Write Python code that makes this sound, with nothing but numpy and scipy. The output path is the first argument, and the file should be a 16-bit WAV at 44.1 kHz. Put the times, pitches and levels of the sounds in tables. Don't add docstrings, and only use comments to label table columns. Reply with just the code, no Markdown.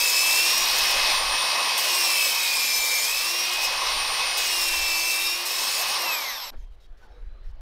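import sys
import numpy as np
from scipy import signal
from scipy.fft import rfft, irfft, next_fast_len
from scipy.io import wavfile
from scipy.ndimage import uniform_filter1d, map_coordinates

SR = 44100
rng = np.random.default_rng(int(sys.argv[2]) if len(sys.argv) > 2 else 0)


def magnitude_from_level(level_db):
    exponent = np.asarray(level_db, float) / 20
    return 10 ** exponent


def transcribe(u):
    v = np.clip(np.atleast_2d(u).T, -1, 1)
    q = np.round(v * 32767).astype(np.int16)
    wavfile.write(sys.argv[1], SR, q)


N = 335595
T_S = np.arange(N) / SR
SCENE_CHANGE_S = 6.505
TOP_HZ = 15730

# (time [s], peak [dB], rise [dB/s], fall [dB/s])
GUSTS = [(0, -47, 100, 170), (.3, -59, 10, 10), (.63, -47, 300, 25), (1.0, -43, 25, 60),
         (1.3, -41, 20, 120), (2.8, -44, 200, 150), (3.22, -54, 12, 80), (3.98, -41.5, 43, 45),
         (4.79, -41.5, 35, 50), (5.25, -49, 60, 60), (5.8, -56, 20, 50), (6.55, -32, 500, 50),
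         (6.93, -41.5, 33, 50), (7.29, -33.5, 45, 100), (7.48, -32.5, 110, 51)]
# (frequency [Hz], level [dB/Hz])
GUST_SPECTRUM = [(7.1, -35), (12, 6), (27, -1), (36, -1), (48, -8), (84, -19.5), (162, -44.5), (200, -54.5),
                 (260, -89), (440, -120)]
CALM_DB, YARD_DB = -68, -63.5
# (frequency [Hz], level [dB/Hz])
YARD_SPECTRUM = [(59, -29), (100, -8), (172, -14.5), (432, -9.5), (1590, -16), (2570, -25), (4150, -25),
                 (7270, -45), (12000, -47), (15600, -72), (22000, -120)]

# (time [s], peak [dB], rise [dB/s], fall [dB/s])
SHUFFLES = [
    (6.533, -51, 1200, 200),
    (7.022, -57, 150, 8.5),
    (7.61, -57.5, 75, 50),
]
# (time [s], length [s], level [dB])
STROKES = [(6.5, .045, -69), (6.563, .095, -66.5), (6.65, .05, -78), (6.698, 0.064, -73), (6.76, .04, -80),
           (6.797, 0.077, -66.5), (6.87, .1, -79), (6.92, .014, -75), (6.968, .11, -68.5), (7.08, .2, -77),
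           (7.27, .16, -82), (7.428, 0.096, -71), (7.548, 0.016, -72)]
# (frequency [Hz], level [dB/Hz])
SKIN_SPECTRUM = [(1500, -4), (2500, -3), (3900, -4), (5400, -4.5), (6400, -7), (8000, -15), (12500, -14),
                 (15500, -24)]
# (time [s], length [s], start [Hz], end [Hz], width [Hz], level [dB])
HOLLOWS = [(6.51, 0.083, 300, 200, 150, -57), (6.515, 0.04, 800, 550, 500, -52),
           (6.8, 0.075, 3830, 3810, 200, -65), (7.0, 0.057, 1540, 1500, 90.4, -59),
           (7.02, 0.13, 920, 724, 240, -58), (7.1, .16, 476, 463, 70.4, -61.5),
           (7.08, .14, 3850, 3870, 150, -72), (6.59, .05, 6300, 6250, 300, -73),
           (6.8, .075, 5350, 5300, 400, -73), (6.8, .075, 3350, 3300, 200, -73),
           (7.22, .3, 3950, 4100, 160, -74), (7.08, .08, 5400, 5350, 300, -76),
           (7.44, .07, 5500, 5500, 250, -73), (6.55, .2, 3200, 3150, 200, -73)]

# (time [s], drag [Hz])
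DRAG = [(0.0, 35.1), (0.2, 32.5), (0.48, 1.7), (0.92, -1.1), (1.76, 0.5), (1.82, 19.1), (2.22, 59.0),
        (2.7, 77.1), (3.0, 66.7), (3.05, 17.2), (3.21, -0.9), (4.3, 0.5), (4.56, 32.7), (4.73, 38.7),
        (5.16, 26.4), (5.33, -2.1), (5.96, 1.0)]
FREE_HZ, START_HZ, INERTIA_S = 364.5, 321.4, 0.22
BRAKE_S, BRAKE_GRIP_S, BRAKE_HZ_PER_S, BRAKE_HZ_PER_S2 = 5.96, 0.039, 328, 114
TORQUE_HZ = 13
# (time [s], nearness [dB])
NEAR = [(0, -28), (.45, -27.5), (1.1, -25.5), (1.2, -28), (1.75, -28), (2.32, -28.5), (2.42, -28),
        (3.05, -29.5), (3.3, -31), (3.55, -30), (4.35, -29.5), (4.9, -31), (5.2, -32.5), (5.42, -33.5),
        (5.6, -31.5), (5.95, -29), (6.15, -26.5), (6.5, -27.5)]
ROAR_DB_PER_HZ, AIR_DB_PER_HZ, AIR_DB, BURIED_DB = 0.06, 0.078, -3, -2.2
# (start [s], end [s], bite at start [dB], bite at end [dB])
CUTS = [(-.1, .40, -34.5, -35.5), (.40, 0.926, -37, -40), (.93, 1.2, -44, -48.5),
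        (1.77, 2.338, -37.5, -35.5), (2.34, 3.079, -38.5, -36), (3.08, 3.475, -39, -41),
        (3.47, 3.622, -44, -44), (3.62, 3.671, -40, -37), (3.666, 3.78, -46.5, -51),
        (4.365, 4.698, -38.5, -37.5), (4.7, 5.27, -40.5, -38), (5.27, 5.46, -40.5, -46.5),
        (5.46, 5.847, -40.5, -39.5), (5.85, 5.952, -42.5, -43.5), (5.98, 6.14, -43.5, -48.5),
        (6.17, 6.4, -47, -51.5)]
IDLE_BITE_DB, ENTER_S = -53.5, 0.016

STRONG_ORDERS = (7, 8, 16, 25)
BLADE_RATIO = 8 / 43
TEETH_PER_TURN = 40 * BLADE_RATIO
TONE_DB, TONE_FOLLOWS = -30, 0.45
# (order [x shaft], centre [Hz], width [Hz], idling [dB], pulling [dB])
FLARES = [(7, 2545, 130, -5.5, -4), (7, 2380, 200, -20, -6), (7, 1900, 900, -25, -17),
          (8, 2380, 300, -19.5, 0), (8, 2660, 260, -18.5, 0), (8, 2860, 160, -12, -5),
          (8, 2050, 250, -20, -7), (16, 5560, 260, -28, 1), (16, 5260, 260, -28, -3),
          (16, 4880, 250, -28, -8), (16, 5750, 120, -27.5, -11), (16, 3900, 900, -28, -9),
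          (25, 9110, 110, -8, -13), (25, 8900, 260, -15, -15), (25, 7760, 200, -20.5, -9),
          (25, 6500, 2600, -30, -21), (25, 6290, 300, -20, -13.5), (25, 5540, 260, -21, -11),
          (25, 4900, 300, -20, -14)]
# (time [s], half length [s], change [dB], order [x shaft, 0 = all])
BEAMS = [(6.2, .025, -7, 8), (6.36, .05, -6, 8), (6.22, .04, -7, 25), (6.1, .02, -6, 25),
         (6.12, .025, -7, 16), (6.25, .03, -6, 16), (2.18, .1, 2, 16), (.55, .1, 1.5, 16),
         (3.07, .08, -2, 8), (5.8, .12, -3, 8), (.07, .1, -3.5, 0), (2.85, .25, -1.5, 8), (2.4, .12, 6, 7),
         (4.05, .3, -2, 7), (1.87, .08, -2, 7), (5.15, .2, -1.5, 8), (.35, .12, 2, 0), (2.36, .09, -5, 0),
         (3.2, .1, -2, 0), (3.56, .06, -3, 0), (4.74, .06, -2, 0), (5.64, .2, -10, 0), (.74, .12, -5, 7),
         (1.02, .1, 2, 7), (1.22, .025, -8, 7), (4.55, .08, -4, 7), (5.68, .15, -4, 7), (.72, .14, -5, 8),
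         (3.37, .08, -3, 8), (4.77, .06, -10, 16), (4.52, .07, -4, 16), (1.87, .08, -5, 16),
         (2.17, .08, -3, 16), (2.1, .15, 4, 25), (3.07, .07, 3, 25), (5.15, .15, 4, 25)]
BRAKED_DB = (-6, -3, -3, 2)
# (order [x shaft], level [dB])
ORDERS_WEAK = [(3, 3), (6, 1), (9, 2.5), (15, 7), (17, 1.5), (20, 1.5), (22, 5.5), (24, 3), (19, 3),
               (37, 5), (40, 1), (41, 5.5), (42, 7.5)]
# (order [x shaft], level [dB])
ORDERS_BRAKE = [(3, -3), (4, 4), (5, 7), (6, 4), (9, 1), (12, 3), (15, 3), (17, 2), (20, 1), (21, 3),
                (23, 3), (24, 9), (26, 6), (28, 4), (33, 6), (36, 0), (40, 7), (41, 12), (42, 18), (43, 6),
                (50, 9), (51, 14)]
# (centre [Hz], width [Hz], level [dB])
CASING = [(928, 190, -6), (2170, 430, -3), (2680, 390, 0), (3930, 380, -1.5), (5380, 160, 1),
          (6180, 500, -11.5), (7230, 130, -13.5), (7750, 280, -10), (12010, 420, -12), (12930, 240, -8)]
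# (frequency [Hz], level [dB/Hz])
AIR_SPECTRUM = [(100, -32.5), (190, -25.5), (260, -24), (400, -19.5), (540, -11), (690, -10), (790, -7),
                (930, -6), (1080, -1.5), (1230, -7), (1380, -16), (1550, -18), (2500, -18)]
# (frequency [Hz], level [dB/Hz])
ROAR_SPECTRUM = [(900, -34), (1500, -8), (2000, -3.5), (2450, -4), (2830, -8), (3100, -2.5), (4700, -1),
                 (5600, -2), (6600, -14.5), (8600, -19), (9400, -17.5), (10300, -25), (12400, -15.5),
                 (13500, -25), (15700, -32.5)]
# (frequency [Hz], level [dB/Hz])
RASP_SPECTRUM = [(4900, -25), (5400, 3), (5800, -21), (10500, -20), (11700, -1), (12900, 2), (13500, -13.5),
                 (15700, -28.5)]

# (centre [Hz], width [Hz], level [dB])
BLADE_MODES = [(2562, 33, -5.5), (3050, 40, -10), (3260, 49, -11.5), (3760, 37, -7.5), (4400, 45, -12),
               (5020, 50, -4.5), (5253, 77, -4.5), (6100, 44, -7.5), (6490, 25, -5.5), (6520, 36, -12.5),
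               (6720, 64, -10.5), (7110, 30, -8), (7740, 32, -11.5), (8100, 60, -7.5), (8950, 50, -11),
               (9490, 52, -10), (10240, 45, -20), (10500, 50, -11.5), (11700, 61, -11), (12200, 50, -15),
               (12940, 60, -9), (13200, 50, -14), (13800, 40, -15), (14300, 50, -12), (15250, 60, -14)]
PLATE_HZ, PLATE_WIDTH_HZ, PLATE_SHIFT = 2590, 130, 1.012
# (time [s], peak [dB])
NICKS = [(0.098, -15), (2.847, -19), (0.5761, -13), (0.7826, -15), (0.9053, -19), (1.7769, -16),
         (3.5334, -19), (3.6092, -24), (3.6396, -23.5), (4.3789, -16), (5.3173, -33), (5.4555, -21),
         (5.5114, -23.5), (5.5827, -25), (5.883, -19.5)]
# (frequency [Hz], level [dB/Hz])
CHIP_SPECTRUM = [(1200, -36.5), (2500, -15), (5200, -4.5), (6400, -9), (9200, -5.5), (10900, -11.5),
                 (12800, -10), (15700, -12)]
# (frequency [Hz], level [dB/Hz])
BENCH_SPECTRUM = [(100, -45), (190, -19), (300, -13), (520, 0), (700, -6), (1100, -25)]
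# (time [s], length [s], start
# [Hz], end [Hz], width [Hz], level [dB])
SINGING = [(.02, 0.22, 7140, 7140, 15, -36.5), (0, 0.25, 5220, 5225, 25, -38),
           (2.6, .45, 7130, 7100, 12, -39.5), (2.65, 0.42, 5220, 5310, 8, -44),
           (2.84, .17, 6380, 6360, 9.4, -39), (4.88, .18, 3725, 3730, 14, -41),
           (5.07, .33, 3735, 3745, 6, -38.5), (4.9, .25, 6245, 6170, 11, -42),
           (4.9, .3, 8140, 8250, 29, -46.5), (4.55, .6, 7160, 7150, 29, -49.5),
           (2.1, 1.1, 246, 228, 8, -65), (6.0, .6, 5450, 5450, 220, -49), (2.0, .48, 3070, 3070, 45, -44),
           (2.62, .43, 2205, 2185, 5, -44), (.3, .7, 185, 190, 12, -64), (0, .2, 6540, 6540, 25, -44),
           (4.87, .2, 4600, 4600, 20, -45), (4.55, .15, 5240, 5130, 15, -40)]


def unit(x):
    return x / np.sqrt(np.mean(x ** 2) + 1e-20)


def along(points, hz):
    f, db = np.transpose(points)
    return np.interp(np.log(hz + 1), np.log(f + 1), db, left=-120, right=-120)


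def curves(rows):
    s, *cols = np.transpose(rows)
    return [np.interp(T_S, s, c) for c in cols]


def wobble(rate_hz):
    knots = rng.standard_normal(int(N * rate_hz / SR) + 4)
    return map_coordinates(knots, [np.arange(N) * rate_hz / SR])


def filtered(x, response):
    m = next_fast_len(N + SR // 2)
    return irfft(rfft(x, m) * response(np.fft.rfftfreq(m, 1 / SR)), m)[:N]


def coloured(x, spectrum):
    return filtered(x, lambda hz: magnitude_from_level(along(spectrum, hz)))


def level(x, lo_hz, hi_hz):
    return x / np.std(filtered(x, lambda f: (f > lo_hz) & (f < hi_hz)))


def patchy(patchy_db, size):
    z = signal.stft(rng.standard_normal(N), nperseg=512)[2]
    field = uniform_filter1d(rng.standard_normal(z.shape), size=5, axis=0)
    field = uniform_filter1d(field, size=size, axis=1)
    return signal.istft(z * magnitude_from_level(patchy_db * unit(field)), nperseg=512)[1][:N]


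def resonant(x, modes):
    def response(f):
        return sum((-1) ** k * magnitude_from_level(db) * 1j * f * w / (c * c - f * f + 1j * f * w)
                   for k, (c, w, db) in enumerate(modes))
    return filtered(x, response)


def swells(rows, steady):
    sound = np.zeros(N)
    for s, length, from_hz, to_hz, width_hz, db in rows:
        span = slice(round(s * SR), round((s + length) * SR))
        u = np.linspace(0, 1, span.stop - span.start)
        phase = 2 * np.pi * np.cumsum(from_hz + (to_hz - from_hz) * u) / SR
        breathy = (steady + wobble(width_hz)[span]) * np.sin(phase)
        breathy += wobble(width_hz)[span] * np.cos(phase)
        sound[span] += magnitude_from_level(db) * np.sqrt(np.abs(np.sin(np.pi * u))) * breathy
    return sound


def peaks(rows, rest_db):
    hills = [db - np.where(T_S < s, rise * (s - T_S), fall * (T_S - s)) for s, db, rise, fall in rows]
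    return np.max(hills + [np.full(N, rest_db)], axis=0)


def wind():
    gust_db = peaks(GUSTS, CALM_DB) + 1.1 * wobble(18)
    return magnitude_from_level(gust_db) * unit(coloured(rng.standard_normal(N), GUST_SPECTRUM))


def hands():
    yard = level(coloured(patchy(2.5, size=10), YARD_SPECTRUM), 300, 1800)
    yard *= magnitude_from_level(peaks(SHUFFLES, YARD_DB) - 2.5)
    edge_s = 0.0093
    strokes = sum(magnitude_from_level(db) * np.clip(np.minimum(T_S - s, s + length - T_S) / edge_s, 0, 1)
                  for s, length, db in STROKES)
    skin = strokes * magnitude_from_level(1.3 * wobble(40)) * unit(coloured(patchy(2.4, size=6), SKIN_SPECTRUM))
    return (yard + skin + swells(HOLLOWS, steady=0)) * (T_S > SCENE_CHANGE_S)


def shaft():
    keep = np.exp(-1 / (INERTIA_S * SR))
    hz = signal.lfilter([1 - keep], [1, -keep], FREE_HZ - curves(DRAG)[0], zi=[START_HZ])[0]
    u = np.clip(T_S - BRAKE_S, 0, 1)
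    gripped_s = u - BRAKE_GRIP_S * (1 - np.exp(-u / BRAKE_GRIP_S))
    return hz - BRAKE_HZ_PER_S * gripped_s - BRAKE_HZ_PER_S2 * u * u


def biting():
    bite_db = np.full(N, float(IDLE_BITE_DB))
    for start, end, from_db, to_db in CUTS:
        inside = (T_S >= start) & (T_S < end)
        bite_db[inside] = np.interp(T_S[inside], [start, end], [from_db, to_db])
    return uniform_filter1d(bite_db, round(ENTER_S * SR), mode="nearest")


def flaring(hz, pull, near_db):
    common_db = TONE_DB + TONE_FOLLOWS * (near_db - TONE_DB)
    braked = T_S > BRAKE_S
    levels_db = []
    for k, braked_db in zip(STRONG_ORDERS, BRAKED_DB):
        power = sum(magnitude_from_level(idle_db + (pull_db - idle_db) * pull) ** 2 / (1 + (2 * (k * hz - c_hz) / width_hz) ** 4)
                    for order, c_hz, width_hz, idle_db, pull_db in FLARES if order == k)
        beam_db = sum(db * np.exp(-((T_S - s) / half_s) ** 2)
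                      for s, half_s, db, order in BEAMS if order in (0, k))
        flutter_db = 0.9 * wobble(9) + 0.8 * wobble(70)
        levels_db.append(common_db + beam_db + 10 * np.log10(power) + braked_db * braked + flutter_db)
    return levels_db


def tone(turns, order, flutter_db):
    phase = 2 * np.pi * (order * turns + rng.random())
    return magnitude_from_level(flutter_db * wobble(30)) * np.sqrt(2) * np.sin(phase)


def comb(turns, orders):
    strength = np.zeros(513)
    strength[2:53] = 1
    for k, db in orders:
        strength[k] = magnitude_from_level(db)
    strength[list(STRONG_ORDERS)] = 0
    one_turn = irfft(strength * np.exp(2j * np.pi * rng.random(513))) * 1024 / np.sqrt(2)
    return map_coordinates(one_turn, [turns % 1 * 1024], mode="grid-wrap")


def mixed_comb(turns, orders, depth, rate_hz):
    return comb(turns, orders) + depth * wobble(rate_hz) * comb(turns, orders)


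def mesh_sides(hz, turns, tones_db, bite_db):
    slot_db, mesh_db = tones_db[:2]
    sound = np.zeros(N)
    for order, side_db, met_db in ((8 - BLADE_RATIO, mesh_db - 19, 0), (8 + BLADE_RATIO, mesh_db - 19, 1.5),
                                   (7 + BLADE_RATIO, slot_db - 12, -2.5)):
        met = magnitude_from_level(bite_db + met_db) / (1 + (2 * (order * hz - PLATE_HZ) / PLATE_WIDTH_HZ) ** 4)
        sound += (magnitude_from_level(side_db) + met) * tone(turns, order, flutter_db=2.5)
    return sound


def unbalance(hz, turns, load, brake):
    shake = 1 / (1 + ((hz - 346) / 13) ** 4) + 0.13 * load + 0.3 * brake * (hz / FREE_HZ) ** 2
    sound = magnitude_from_level(-52) * shake * tone(turns, order=1, flutter_db=1.5)
    third = magnitude_from_level(-51 - 3 * brake) / (1 + ((3 * hz - 920) / 60) ** 2)
    return sound + third * tone(turns, order=3, flutter_db=2.5)


def casing(turns, roar_db, bite_db, load, brake):
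    orders = mixed_comb(turns, ORDERS_WEAK, 0.74, 14)
    free = resonant(magnitude_from_level(roar_db - 17) * (1 - brake) * orders, CASING)
    strained = resonant(magnitude_from_level(bite_db - 3) * load * orders, CASING)
    braking_db = -46.5 + 0.94 * (roar_db + 31.5) + 1.5 * wobble(25)
    braking = resonant(magnitude_from_level(braking_db) * brake * mixed_comb(turns, ORDERS_BRAKE, 0.7, 25), CASING)
    sound = filtered(free, lambda f: 1 / (1 + (f / 7000) ** 2))
    sound += filtered(strained, lambda f: 1 / (1 + (5000 / (f + 1)) ** 4))
    return sound + filtered(braking, lambda f: 1 - 0.8 / (1 + ((f - 9300) / 1300) ** 4))


def motor_noise(turns, air_db, roar_db, brake):
    air = level(coloured(patchy(1.5, size=8), AIR_SPECTRUM), 500, 1400)
    gate = 1 + 0.09 * np.cos(2 * np.pi * turns) + 0.07 * np.cos(2 * np.pi * turns * BLADE_RATIO)
    roar = level(coloured(gate * patchy(1.2, size=10), ROAR_SPECTRUM), 3000, 4600)
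    rasp = brake * unit(coloured(patchy(2.7, size=6), RASP_SPECTRUM))
    sound = magnitude_from_level(air_db - 0.5) * air + magnitude_from_level(roar_db - 1.5 - 4 * brake) * roar
    return sound + magnitude_from_level(-43.5 + 0.35 * (roar_db + 38.5)) * rasp


def motor(hz, turns, tones_db, air_db, roar_db, bite_db):
    brake = np.clip((T_S - 5.97) / 0.039, 0, 1)
    load = np.clip((363 - hz) / 18, 0, 1) * (1 - brake)
    sound = sum(magnitude_from_level(db) * tone(turns, k, flutter_db=1.5) for k, db in zip(STRONG_ORDERS, tones_db))
    sound += mesh_sides(hz, turns, tones_db, bite_db) + unbalance(hz, turns, load, brake)
    sound += casing(turns, roar_db, bite_db, load, brake)
    return sound + motor_noise(turns, air_db, roar_db, brake)


def plate_ring(teeth, bite):
    uneven = map_coordinates(rng.standard_normal(512), [teeth / 40 % 1 * 512], mode="grid-wrap")
    push = bite * (patchy(5, size=16) + 0.86 * uneven * magnitude_from_level(2.5 * wobble(4.4)))
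    grip = np.pi / 4 * (1 + np.tanh(1.5 * wobble(5)))
    gripped = [(c * PLATE_SHIFT, w, db) for c, w, db in BLADE_MODES]
    ring = resonant(push * np.cos(grip), BLADE_MODES) + resonant(push * np.sin(grip), gripped)
    return magnitude_from_level(11.8) * unit(ring) * np.std(bite)


def groove_nicks():
    t = np.arange(SR // 10) / SR
    nicks = np.zeros(N)
    decay_s = 0.056
    for s, db in NICKS:
        nicks[round(s * SR):][:len(t)] += magnitude_from_level(db - 1.5 - 60 * t / decay_s) * rng.standard_normal(len(t))
    return magnitude_from_level(1.5) * coloured(nicks, CHIP_SPECTRUM) + magnitude_from_level(14) * resonant(nicks, BLADE_MODES)


def blade(turns, roar_db, bite_db):
    teeth = TEETH_PER_TURN * turns
    whistle = magnitude_from_level(roar_db - 12.5 - 6 * (T_S > BRAKE_S)) * tone(teeth, order=1, flutter_db=1)
    gate = magnitude_from_level(4.1 * (bite_db + 48.5))
    bite = magnitude_from_level(bite_db) * gate / (1 + gate)
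    overtones = sum(magnitude_from_level(db) * tone(teeth, k, flutter_db=3) for k, db in ((2, -6), (4, -12), (5, -12)))
    grit = magnitude_from_level(3 * wobble(900) + 1.5 * wobble(60) + 0.6 * np.cos(2 * np.pi * teeth / 40))
    chips = level(coloured(grit * patchy(2, size=8), CHIP_SPECTRUM), 9600, 11400)
    bench = unit(coloured(patchy(2, size=10), BENCH_SPECTRUM))
    cut = bite * (magnitude_from_level(-11) * bench + magnitude_from_level(-4.5) * chips + overtones)
    return whistle + cut + plate_ring(teeth, bite) + groove_nicks() + swells(SINGING, steady=1.6)


def saw():
    hz, near_db, bite_db = shaft(), curves(NEAR)[0], biting()
    slowed_hz = np.clip(FREE_HZ - hz, 0, None)
    buried = np.clip((bite_db + 47.5) / 6, 0, 1)
    pull = 1 - (1 - 0.7 * buried) * np.exp(-slowed_hz / TORQUE_HZ)
    tones_db = flaring(hz, pull, near_db)
    roar_db = near_db - ROAR_DB_PER_HZ * slowed_hz + 0.5 * wobble(9)
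    air_db = near_db + AIR_DB - AIR_DB_PER_HZ * slowed_hz + BURIED_DB * buried + 0.5 * wobble(10)
    turns = np.cumsum(hz * (1 + 0.0006 * wobble(40))) / SR
    sound = motor(hz, turns, tones_db, air_db, roar_db, bite_db) + blade(turns, roar_db, bite_db)
    return sound * np.clip((SCENE_CHANGE_S - T_S) / 0.001, 0, 1)


def scene():
    return np.tile(wind() + hands() + saw(), (2, 1))


def top_cut(x):
    return signal.sosfilt(signal.butter(12, 16870, fs=SR, output="sos"), x)


def record(dry):
    mix = np.array([filtered(c, lambda f: f < TOP_HZ) for c in dry])
    return top_cut(mix)


dry = scene()
out = record(dry)
transcribe(out)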